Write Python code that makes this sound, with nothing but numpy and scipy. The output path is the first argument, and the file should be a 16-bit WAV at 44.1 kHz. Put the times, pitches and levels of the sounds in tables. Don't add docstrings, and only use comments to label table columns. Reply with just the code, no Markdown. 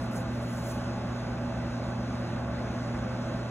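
import sys
import numpy as np
from scipy import signal
from scipy.fft import rfft, irfft, next_fast_len
from scipy.io import wavfile
from scipy.ndimage import uniform_filter1d, map_coordinates

SR = 44100
rng = np.random.default_rng(int(sys.argv[2]) if len(sys.argv) > 2 else 0)


def digitize_waveform(pressure):
    field = np.atleast_2d(pressure).T
    bounded = np.clip(field, -1, 1)
    quanta = np.round(bounded * 32767).astype(np.int16)
    wavfile.write(sys.argv[1], SR, quanta)


N = 154350

# pitch_hz, level_db (rms), waver_db
HUM_LINES = [(119.95, -36.9, .4), (239.9, -40.6, .5)]
# pitch_hz, level_db (rms), waver_db
WHINE_LINES = [(2610, -71, 3), (2728, -71, 3)]
# frequency_hz, density_db_per_hz
ROAR_SPECTRUM = [(20, -95), (32, -82), (50, -65), (62, -59), (74, -58), (82, -66), (110, -65), (128, -69.5),
                 (160, -61.5), (190, -58.5), (230, -60), (253, -63), (262, -59), (280, -67.5), (300, -71),
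                 (335, -63), (385, -72), (400, -74), (415, -68), (435, -73), (465, -78), (498, -72),
                 (521, -63), (538, -70), (570, -62.5), (595, -64.5), (618, -70), (635, -67), (665, -63.5),
                 (680, -71), (710, -70), (740, -72), (790, -69.5), (855, -68.5), (880, -73), (965, -75.5),
                 (1100, -73), (1370, -77), (1410, -73), (1470, -77), (1525, -73.5), (1620, -78),
                 (1890, -83), (2010, -80), (2100, -85), (2250, -84), (2400, -89), (2500, -85),
                 (2740, -86.5), (2800, -92), (2980, -95), (3060, -89), (3150, -94), (3230, -91),
                 (4500, -110), (6000, -150)]
# frequency_hz, density_db_per_hz
LEAK_SPECTRUM = [(1200, -110), (2600, -89.5), (3000, -91.5), (4000, -88), (5000, -91.7), (6300, -94),
                 (7000, -97.5), (7700, -103.7), (8800, -98.6), (9200, -100.6), (9550, -106.5),
                 (10200, -105.6), (11000, -111.5), (13000, -115), (15000, -121), (16000, -128)]
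# time_s, gain_db
ROAR_SWELL = [(0, 0), (.6, -.5), (1.1, 0), (1.7, 0.1), (2.3, 0), (2.9, 0.6), (3.5, 0)]
# time_s, level_db (before the quick wavers)
BRUSH_STROKES = [(0, -63), (.02, -60), (.06, -63), (.1, -74), (.115, -61), (.14, -59), (.165, -48),
                 (.185, -51), (.205, -56), (.235, -65), (.28, -76), (.35, -61), (.385, -66), (.43, -58),
                 (.47, -59), (.54, -53.5), (.565, -56), (.585, -54), (.615, -57.5), (.665, -50.5),
                 (.715, -49), (.735, -54), (.8, -63), (.9, -80), (1.05, -85), (1.17, -70), (1.3, -85)]
# start_s, level_db (at onset, before the crease colour)
CREASE_SNAPS = [(.116, -44), (.1335, -37), (.142, -45), (.147, -43)]
# frequency_hz, gain_db
PAPER_COLOUR = [(2500, -30), (4000, -6), (6800, 1), (7600, -2), (9000, 0), (10200, -1), (11000, -7),
                (13000, -8), (15500, -11), (16500, -40)]
# frequency_hz, gain_db
CREASE_COLOUR = [(3000, -30), (6000, -8), (9000, 0), (13000, -2), (15500, -5), (16500, -40)]
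# frequency_hz, correlation (1 = identical)
STEREO_LIKENESS = [(45, .9999), (120, .99), (200, .995), (300, .92), (500, .86), (1000, .8), (1800, .8),
                   (2600, .4), (3500, .7), (4400, .97), (4750, .998), (5100, .97), (5800, .9), (6500, .97),
                   (8000, .88), (8600, .99), (9200, .998), (10000, .9), (12000, .92), (13200, .995),
                   (15000, .9)]
# frequency_hz, left_minus_right_db
STEREO_LEAN = [(40, 0), (120, -.7), (200, -.2), (300, -.6), (500, -1.8), (1000, -1), (2200, -1.1),
               (4000, 0)]
# frequency_hz, lead_turns
LEFT_LEAD = [(0, 0), (1500, 0), (2500, .17), (3500, .25), (4750, .5), (6900, 1), (15250, 3), (22050, 4.62)]

FLUTTER_DB = 3
GRAINS_PER_S, GRAIN_SPREAD_DB = 4000, 2
GRAIN_SHARE = .2
ECHOES, ECHO_SPAN_S, ECHO_DB = 12, .04, -22
TOP_HZ = 15750


def amp(db):
    return 10 ** (np.asarray(db) / 20)


def unit(x):
    return x / np.sqrt(np.mean(x ** 2) + 1e-20)


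def along(points, hz):
    point_hz, value = np.transpose(points)
    return np.interp(np.log(hz + 1), np.log(point_hz + 1), value)


def wobble(rate):
    knots = rng.standard_normal(int(N * rate / SR) + 4)
    return map_coordinates(knots, [np.arange(N) * rate / SR])


def filtered(x, response):
    size = next_fast_len(N + SR // 2)
    hz = np.fft.rfftfreq(size, 1 / SR)
    return irfft(rfft(x, size) * response(hz), size)[..., :N]


def patchy(x, depth_db, frames):
    bins = signal.stft(x, nperseg=512)[2]
    field = rng.standard_normal(bins.shape[1:])
    field = uniform_filter1d(field, size=6, axis=0)
    field = uniform_filter1d(field, size=frames, axis=1)
    return signal.istft(bins * amp(depth_db * unit(field)), nperseg=512)[1][:, :N]


def spread(pair, spectrum):
    def response(hz):
        angle = np.arccos(np.clip(along(STEREO_LIKENESS, hz), -1, 1)) / 2
        return amp(along(spectrum, hz)) * [np.cos(angle), np.sin(angle)]

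    mid, side = filtered(pair, response)
    return np.array([mid + side, mid - side])


def motor_line(pitch_hz, level_db, waver_db, drift_turns):
    t = np.arange(N) / SR
    level = np.sqrt(2) * amp(level_db + waver_db * wobble(5.98))
    turns = pitch_hz * t + rng.random() + drift_turns * wobble(5.95)
    return level * np.sin(2 * np.pi * turns)


def motor():
    hum = sum(motor_line(*row, drift_turns=.005) for row in HUM_LINES)
    whine = sum(motor_line(*row, drift_turns=.2) for row in WHINE_LINES)
    return hum + whine


def turbulence(spectrum, patchy_db):
    noise = patchy(rng.standard_normal((2, N)), patchy_db, frames=10)
    density_one = unit(noise) * np.sqrt(SR / 2)
    return spread(density_one, spectrum)


def duct_roar():
    swell_db = np.interp(np.arange(N) / SR, *np.transpose(ROAR_SWELL))
    level = amp(swell_db + .38 * wobble(8))
    return level * turbulence(ROAR_SPECTRUM, patchy_db=.64)


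def joint_hiss():
    level = amp(.5 * wobble(7) + .4 * wobble(14))
    return level * turbulence(LEAK_SPECTRUM, patchy_db=1.3)


def kitchen(x):
    delay_s = ECHO_SPAN_S * rng.random(ECHOES)
    sign = rng.choice([-1, 1], ECHOES)

    def response(hz):
        echoes = sum(s * np.exp(-2j * np.pi * hz * d) for d, s in zip(delay_s, sign))
        return 1 + amp(ECHO_DB) * echoes * hz / (hz + 1000)

    return filtered(x, response)


def tissue_rub():
    hits = rng.random((2, N)) < GRAINS_PER_S / SR
    size = amp(GRAIN_SPREAD_DB * rng.exponential(size=(2, N)))
    grains = unit(hits * size * rng.standard_normal((2, N)))
    friction = rng.standard_normal((2, N))
    rub = np.sqrt(GRAIN_SHARE) * grains + np.sqrt(1 - GRAIN_SHARE) * friction
    time_s, level_db = np.transpose(BRUSH_STROKES)
    stroke_db = np.interp(np.arange(N) / SR, time_s, level_db, right=-120)
    stroke = amp(stroke_db + .8 * wobble(60) + .6 * wobble(250))
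    return stroke * unit(spread(patchy(rub, FLUTTER_DB, frames=2), PAPER_COLOUR))


def tissue_snaps():
    snaps = np.zeros((2, N))
    t = np.arange(SR // 100) / SR
    for start_s, level_db in CREASE_SNAPS:
        start = round(start_s * SR)
        decay = amp(level_db - 60 * t / .004)
        snaps[:, start:start + len(t)] += decay * rng.standard_normal((2, len(t)))
    return spread(snaps, CREASE_COLOUR)


def scene():
    air = duct_roar() + joint_hiss()
    return motor() + kitchen(air) + tissue_rub() + tissue_snaps()


def record(dry):
    side = np.array([[.5], [-.5]])

    def response(hz):
        lead_turns = side * np.interp(hz, *np.transpose(LEFT_LEAD))
        lean = amp(side * along(STEREO_LEAN, hz))
        return lean * np.exp(2j * np.pi * lead_turns) * (hz < TOP_HZ)

    return filtered(dry, response)


dry = scene()
out = record(dry)
digitize_waveform(out)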